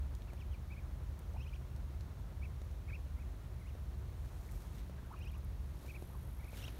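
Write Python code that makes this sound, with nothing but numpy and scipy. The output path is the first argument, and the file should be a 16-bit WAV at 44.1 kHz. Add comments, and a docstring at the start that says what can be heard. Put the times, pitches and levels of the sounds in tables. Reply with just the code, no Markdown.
"""Ducklings at a pond's edge.

Ducklings peep in short runs: each peep is an arch of pitch, its harmonics shaped by throat and bill.
The flock adds lower pips, soft pats, dry ticks and, late on, rustling from sliding friction.
In the grass one insect holds a thin high note; a katydid ticks, then buzzes, with its wings.
Behind them are outdoor air and the drone of distant machinery."""
import sys
import numpy as np
from scipy import signal
from scipy.fft import rfft, irfft, next_fast_len
from scipy.io import wavfile

SR = 44100
rng = np.random.default_rng(int(sys.argv[2]) if len(sys.argv) > 2 else 0)


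def transcribe(u):
    """Save the signal u as a 16-bit wav file named by the first command-line argument.

    u: samples, shape (n,) or (channels, n), limited to [-1, 1]; the rate is SR.
    q: integer samples, one column per channel.
    """
    v = np.clip(np.atleast_2d(u).T, -1, 1)
    q = np.round(v * 32767).astype(np.int16)
    wavfile.write(sys.argv[1], SR, q)


N = 299439
TIME_S = np.arange(N) / SR

# engine orders: pitch_hz, level_db, wander_hz
DRONE_ORDERS = [(50.7, -51.5, 0.23), (69.97, -49.5, .2), (81.9, -57.5, 0.32), (126.4, -60, 0.38),
                (182, -68, 1.5), (361.7, -74.5, 3.51)]
# swell of the low orders: time_s, gain_db
DRONE_SWELL = [(0, 0), (1.2, 2), (2.1, -1), (3.15, 2), (4.2, 0), (5.05, -3), (5.52, 3.3), (5.82, -7.5),
               (6.4, -0.7), (6.79, -5)]
# outdoor rumble and air: freq_hz, density_db
AIR_SPECTRUM = [(12, -37), (28, -13.5), (46, -1.5), (66, 1.5), (100, -4.5), (128, -7.5), (165, -14.5),
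                (240, -20.5), (470, -27), (620, -27), (760, -30), (1000, -30.5), (1800, -37), (3000, -42.5),
                (8500, -48.5), (14000, -48)]
# breeze on the air's middle band: time_s, gain_db
BREEZE = [(0, 1.8), (.4, -1), (1.0, 0), (3.0, -0.6), (4.75, .5), (5.45, -1), (5.85, 0), (6.35, -0.5),
          (6.79, 2)]
# katydid wing spectrum: freq_hz, density_db
KATYDID_WING = [(7000, -31), (9000, -8.5), (10300, -7), (11600, 0), (12900, -7.5), (13800, -15),
                (16000, -25)]
# thin insect's trills: start_s, end_s, level_db
TRILLS = [(-.3, 2.15, -85.5), (2.2, 4.0, -83), (4.0, 6.3, -86)]
# rustle strokes: peak_s, rise_s, fall_s, level_db, bright_share
RUSTLES = [(4.6, .75, 0.27, -65, 0.92), (4.785, .11, 0.1, -63, 0.53), (5.87, .2, 0.25, -63.5, 0.73),
           (6.572, .085, .19, -55.5, .55), (6.68, .05, 0.03, -58.5, 0.15), (6.775, 0.11, .12, -66.5, .05)]
# dull friction spectrum: freq_hz, density_db
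RUSTLE_DULL = [(200, 5), (600, 0), (1400, 9), (2300, 9.5), (4000, 6.5), (7500, -4.5), (16000, -34)]
# bright friction spectrum: freq_hz, density_db
RUSTLE_BRIGHT = [(300, 16), (2500, -7), (5000, 5), (9500, 6), (14500, 5.5), (16000, -7)]
# pats on sand: start_s, relative_peak_db, pitch_ratio
PATS = [(0.332, -41, 0.98), (1.611, -51, 0.91), (2.616, -43.5, 1.0), (3.751, -44, 0.86), (4.896, -41, 0.93),
        (5.847, -43.5, 0.79), (6.023, -36.5, 0.63), (6.44, -47.5, 0.64), (6.53, -43.5, 1.0),
        (6.68, -43, 1.0)]
# damped modes of a pat: freq_hz, gain_db, width_hz
PAT_MODES = [(248, 10, 150), (538, 17, 250), (880, 6, 380)]
# snaps of twigs and grit: start_s, relative_peak_db, tail_db, centre_hz
TWIG_TICKS = [(0.15, -47, -16, 4940), (0.220, -50.5, -16, 2800), (0.333, -57, -10, 9000),
              (1.191, -46, -16.5, 10500), (1.334, -61, -8, 6000), (1.762, -49.5, -22, 4970),
              (2.008, -47, -20, 4270), (2.6165, -51.5, -18, 5500), (2.7114, -58, -14, 5000),
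              (4.519, -48.5, -10, 10500), (6.0236, -47, -22, 8000), (6.443, -57, -13, 4500)]
# lower pips and squeaks: top_s, length_s, top_hz, level_db, rise_share
PIPS = [(1.346, .024, 698, -63, .6), (1.373, .015, 1130, -57, 0.83), (2.9, 0.022, 1780, -64.5, 0.4),
        (4.49, 0.011, 2090, -66, 0.47), (4.986, 0.033, 1690, -69, 0.44), (5.06, 0.096, 1515, -72, .45),
        (5.13, .047, 1268, -57, .45), (5.359, .034, 1200, -67, 0.47), (6.13, .075, 1290, -69, 0.46)]
# throat and bill response for pips: freq_hz, gain_db
PIP_THROAT = [(600, 1), (950, 2), (1300, -9.5), (2000, -3), (4000, -1)]
# duckling peeps: top_s, length_s, start_hz, top_hz, level_db, rise_share
PEEPS = [(0.286, 0.042, 2350, 2750, -69.5, .32), (0.387, 0.063, 2330, 3520, -68, 0.26),
         (0.515, 0.053, 2440, 3290, -68.5, 0.15), (0.73, .044, 2250, 2600, -62.5, .6),
         (0.787, 0.041, 2180, 2490, -65, 0.63), (1.386, 0.034, 2390, 2850, -69.5, .6),
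         (1.437, .056, 2520, 3270, -64.5, 0.72), (1.491, 0.045, 2420, 3250, -65.5, 0.72),
         (1.552, 0.039, 2350, 3410, -64, 0.6), (2.447, 0.05, 2220, 2674, -61.5, 0.59),
         (2.9, .034, 2200, 2600, -61.5, 0.54), (2.953, 0.047, 2240, 2690, -57, 0.66),
         (3.214, .07, 2030, 2560, -71, 0.62), (3.606, .045, 1940, 2340, -72, 0.34),
         (3.689, 0.073, 1980, 3000, -71.5, 0.6), (5.181, .04, 2360, 2820, -70, 0.64),
         (5.237, 0.054, 2440, 3100, -64.5, 0.67), (5.296, 0.056, 2445, 3320, -64, 0.72),
         (5.351, 0.033, 2340, 3000, -68, .62), (5.903, .036, 2335, 2630, -59.3, 0.57),
         (5.96, .034, 2250, 2630, -59.8, 0.54), (6.407, 0.035, 2050, 2320, -70, .57),
         (6.45, .039, 2010, 2560, -66.5, 0.58), (6.491, 0.037, 2110, 2600, -67, .55),
         (6.535, .036, 2190, 2500, -68, .48), (6.615, .05, 2790, 3700, -62.5, .58),
         (6.668, 0.057, 2655, 3840, -57, 0.6)]
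# throat and bill response for peeps: freq_hz, gain_db
PEEP_THROAT = [(1900, 11), (2250, 6.5), (2550, 4.5), (2850, 1.5), (3200, -2), (3600, -15.5), (4500, 1),
               (5600, 5), (6500, -9), (7800, -16), (8900, 7.5), (10500, -21)]
# microphone treble response: freq_hz, gain_db
MICROPHONE = [(3000, 0.5), (3900, 2), (4500, 0.5), (4900, -2), (5400, .5), (6800, 0.5), (7700, -2.5),
              (8800, 0), (10400, -2), (13000, -0.5), (14400, -0.5), (15700, -2.5)]


def amp(db):
    """Decibels to gain."""
    return 10 ** (np.asarray(db) / 20)


def unit(x):
    """Scale to rms 1."""
    return x / np.sqrt(np.mean(x ** 2) + 1e-20)


def spectrum_db(table, hz):
    """Spectrum table interpolated over log frequency."""
    freq_hz, db = np.transpose(table)
    return np.interp(np.log(hz + 1), np.log(freq_hz + 1), db)


def curve(table):
    """Time table interpolated linearly."""
    return np.interp(TIME_S, *np.transpose(table))


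def add(mix, start_s, sound):
    """Mix a sound in at start_s."""
    part = mix[max(round(start_s * SR), 0):][:len(sound)]
    part += sound[:len(part)]


def noise(spectrum, size=N):
    """Coloured noise, rms 1."""
    padded = next_fast_len(size)
    gain = amp(spectrum_db(spectrum, np.fft.rfftfreq(padded, 1 / SR)))
    return unit(irfft(rfft(rng.standard_normal(padded)) * gain, padded)[:size])


def drift(rate_hz, size=N):
    """Smooth random motion up to about rate_hz, rms 1."""
    padded = next_fast_len(size)
    gain = np.exp(-(np.fft.rfftfreq(padded, 1 / SR) / rate_hz) ** 2)
    return unit(irfft(rfft(rng.standard_normal(padded)) * gain, padded)[:size])


def machinery(upper_swell_db, swell_hz, split_hz):
    """Wavering engine orders carried louder and softer by the air: low ones together, upper singly."""
    out = np.zeros(N)
    for hz, db, wander_hz in DRONE_ORDERS:
        phase = 2 * np.pi * (np.cumsum(hz + wander_hz * drift(3.48)) / SR + rng.random())
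        swell_db = curve(DRONE_SWELL) if hz < split_hz else upper_swell_db * drift(swell_hz)
        out += amp(db) * unit(np.sin(phase) * amp(swell_db))
    return out


def air(level_db, flutter_db):
    """Broad outdoor rumble; the middle band follows the breeze."""
    bed = amp(level_db) * noise(AIR_SPECTRUM)
    middle = signal.sosfiltfilt(signal.butter(2, [280, 2200], "band", fs=SR, output="sos"), bed)
    return bed + middle * (amp(curve(BREEZE) + flutter_db * drift(28)) - 1)


def thin_insect(pitch_hz, wander_hz, width_hz, ramp_s):
    """Far insect: a narrow noise band in long trills that fade in and out."""
    phase = 2 * np.pi * np.cumsum(pitch_hz + wander_hz * drift(0.87)) / SR
    song = drift(width_hz) * np.cos(phase) + drift(width_hz) * np.sin(phase)
    envelope = sum(amp(db) * np.clip(np.minimum(TIME_S - start_s, end_s - TIME_S) / ramp_s, 0, 1)
                   for start_s, end_s, db in TRILLS)
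    return envelope * unit(song)


def katydid(first_s, gap_s, tick_s, count, tick_db, growth_db, buzz_s, attack_s, buzz_db, stroke_hz):
    """Wing strokes pulse one band of noise: single ticks growing louder, then a fast, swelling run."""
    strokes = unit((1 + np.cos(2 * np.pi * stroke_hz * TIME_S)) ** 0.53)
    envelope = amp(buzz_db) * strokes * np.clip((TIME_S - buzz_s) / attack_s, 0, 1)
    tick = np.hanning(round(tick_s * SR))
    for k in range(count):
        add(envelope, first_s + k * gap_s - tick_s / 2, amp(tick_db + k * growth_db) * tick)
    return envelope * noise(KATYDID_WING)


def rustle(range_db, grain_db, crackle_per_s, crackle_db):
    """Sliding friction: strokes of grainy hiss, dull to bright, with scattered tiny snaps."""
    power, bright_power = np.zeros(N) + 1e-20, np.zeros(N)
    for peak_s, rise_s, fall_s, db, bright_share in RUSTLES:
        from_peak = np.maximum((peak_s - TIME_S) / rise_s, (TIME_S - peak_s) / fall_s)
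        stroke_power = amp(db - range_db * from_peak) ** 2
        power += stroke_power
        bright_power += bright_share * stroke_power
    bright = np.clip(bright_power / power, 0, 1)
    hiss = np.sqrt(1 - bright) * noise(RUSTLE_DULL) + np.sqrt(bright) * noise(RUSTLE_BRIGHT)
    snaps = rng.standard_normal(N) * (rng.random(N) < crackle_per_s / SR)
    crackle = signal.fftconvolve(snaps, noise(RUSTLE_BRIGHT, size=32) * np.hanning(32), "same")
    grainy_hiss = unit(hiss * amp(grain_db * drift(200)))
    return np.sqrt(power) * unit(grainy_hiss + amp(crackle_db) * unit(crackle))


def sand_pats(gain_db, push_s, grit_db, grit_t60_s):
    """A brief push and shifting grit excite a dull, heavily damped ring."""
    out, t = np.zeros(N), np.arange(SR // 8) / SR
    for start_s, db, pitch_ratio in PATS:
        push = t / push_s * np.exp(-t / push_s)
        grit = amp(grit_db - 60 * t / grit_t60_s) * rng.standard_normal(len(t))
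        ring = np.zeros(len(t))
        for hz, mode_db, width_hz in PAT_MODES:
            decay = amp(mode_db) * width_hz * np.exp(-np.pi * width_hz * t)
            ring += decay * np.cos(2 * np.pi * hz * pitch_ratio * t)
        pat = signal.fftconvolve(push + grit, ring)[:len(t)]
        add(out, start_s + 0.0008, amp(db + gain_db) * pat / abs(pat).max())
    return out


def twig_ticks(gain_db, tail_t60_s, skirt_db):
    """A sharp snap and a brief crumbling tail through one broad resonance."""
    out, t = np.zeros(N), np.arange(2048) / SR
    hz = np.fft.rfftfreq(len(t), 1 / SR)
    for start_s, db, tail_db, centre_hz in TWIG_TICKS:
        force = amp(tail_db - 60 * t / tail_t60_s) * rng.standard_normal(len(t))
        force[0] = 1
        offset_oct = np.log2((hz + 1) / centre_hz)
        resonance = amp(skirt_db * np.log2(1 + offset_oct ** 2))
        snap = irfft(rfft(np.roll(force, SR // 1000)) * resonance)
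        add(out, start_s, amp(db + gain_db) * snap / abs(snap).max())
    return out


def bank_scatter(x, wet_db, t60_s):
    """Ground, water and plants scatter back a short, faint tail."""
    t = np.arange(SR // 2) / SR
    echoes = rng.standard_normal(len(t)) * (rng.random(len(t)) < 2000 / SR)
    tail = echoes * (t > .004) * amp(-60 * t / t60_s)
    return x + amp(wet_db) * signal.fftconvolve(x, tail / np.linalg.norm(tail))[:N]


def call(length_s, rise_share, pitches_hz, throat, overtone_db_per_oct, jitter, shimmer,
         rise_power, fall_power, fade_share, lead_s, stress_db):
    """One arch of pitch; three harmonics sweep across the throat's resonances."""
    start_hz, top_hz, end_hz = pitches_hz
    t = np.arange(-lead_s, length_s, 1 / SR)
    top_s = length_s * np.clip(rise_share, .05, .95)
    up = np.clip(t / top_s, 0, 1)
    down = np.clip((t - top_s) / (length_s - top_s), 0, 1)
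    hz = start_hz + (top_hz - start_hz) * np.sin(np.pi / 2 * up ** rise_power) ** 2
    hz += (end_hz - top_hz) * np.sin(np.pi / 2 * down ** fall_power) ** 2
    hz *= 1 + jitter * drift(360, size=len(t))
    phase = 2 * np.pi * np.cumsum(hz) / SR
    tone = sum(amp(spectrum_db(throat, k * hz) + overtone_db_per_oct * np.log2(k)) * np.sin(k * phase)
               for k in range(1, 4))
    ramp_s = np.clip(fade_share, .1, 1) * length_s / 2
    envelope = np.interp(t, [t[0], ramp_s, length_s - ramp_s, length_s], [0, 1, 1, 0]) ** 1.17
    envelope *= amp(stress_db * np.tanh((t - top_s) / 0.015) / 2)  # positive stress favours the fall
    return unit(tone * envelope * (1 + shimmer * drift(160, size=len(t))))


def pips(lead_s):
    """Lower calls, hoarse from strong jitter and shimmer."""
    out = np.zeros(N)
    for top_s, length_s, top_hz, db, rise_share in PIPS:
        pip = call(length_s, rise_share, (.63 * top_hz, top_hz, .8 * top_hz), PIP_THROAT,
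                   overtone_db_per_oct=-26, jitter=0.062, shimmer=0.44,
                   rise_power=0.905, fall_power=1.1, fade_share=0.48, lead_s=lead_s, stress_db=1)
        add(out, top_s - rise_share * length_s - lead_s, amp(db) * pip)
    return out


def peeps(lead_s, easy_start_hz, easy_top_hz, easy_end_hz):
    """Ducklings: the harder the peep, the later it climbs, the longer it holds, the brighter it is."""
    out = np.zeros(N)
    for top_s, length_s, start_hz, top_hz, db, rise_share in PEEPS:
        effort_oct = np.log2(top_hz / easy_top_hz)
        end_hz = easy_end_hz * (start_hz / easy_start_hz) ** 0.56
        peep = call(length_s, rise_share, (start_hz, top_hz, end_hz), PEEP_THROAT,
                    overtone_db_per_oct=min(-22.5 + 90 * effort_oct, -11.5), jitter=0.013, shimmer=.17,
                    rise_power=1.2 + 0.683 * effort_oct, fall_power=.85 + 0.467 * effort_oct,
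                    fade_share=0.48 - 0.24 * effort_oct, lead_s=lead_s,
                    stress_db=16 * (0.72 - rise_share))
        add(out, top_s - rise_share * length_s - lead_s, amp(db) * peep)
    return out


def scene():
    """The flock on the bank over insects, air and the far drone; mono."""
    voices = peeps(lead_s=.007, easy_start_hz=2270, easy_top_hz=2640, easy_end_hz=2146)
    voices += pips(lead_s=0.0029)
    knocks = sand_pats(gain_db=0.5, push_s=0.00027, grit_db=-12.5, grit_t60_s=0.034)
    knocks += twig_ticks(gain_db=4.5, tail_t60_s=0.02, skirt_db=-7)
    flock = bank_scatter(voices + knocks, wet_db=-13.5, t60_s=0.12)
    insects = katydid(first_s=5.064, gap_s=.0638, tick_s=0.018, count=7, tick_db=-70.5, growth_db=.85,
                      buzz_s=5.44, attack_s=0.65, buzz_db=-70.5, stroke_hz=50.7)
    insects += thin_insect(pitch_hz=10810, wander_hz=22, width_hz=130, ramp_s=.25)
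    rustling = rustle(range_db=16.5, grain_db=2.5, crackle_per_s=140, crackle_db=-15.5)
    breeze = air(level_db=-47.5, flutter_db=1.0)
    drone = machinery(upper_swell_db=2.5, swell_hz=4, split_hz=110)
    return (flock + insects + rustling + breeze + drone)[None]


def record(dry):
    """Microphone colour, then a steep low-pass at 15.8 kHz."""
    response = amp(spectrum_db(MICROPHONE, np.fft.rfftfreq(N, 1 / SR)))
    coloured = irfft(rfft(dry) * response, N)
    lowpass = signal.firwin(1023, 15800, window=("kaiser", 8), fs=SR)
    return signal.oaconvolve(coloured, lowpass[None], "same")


dry = scene()
out = record(dry)
transcribe(out)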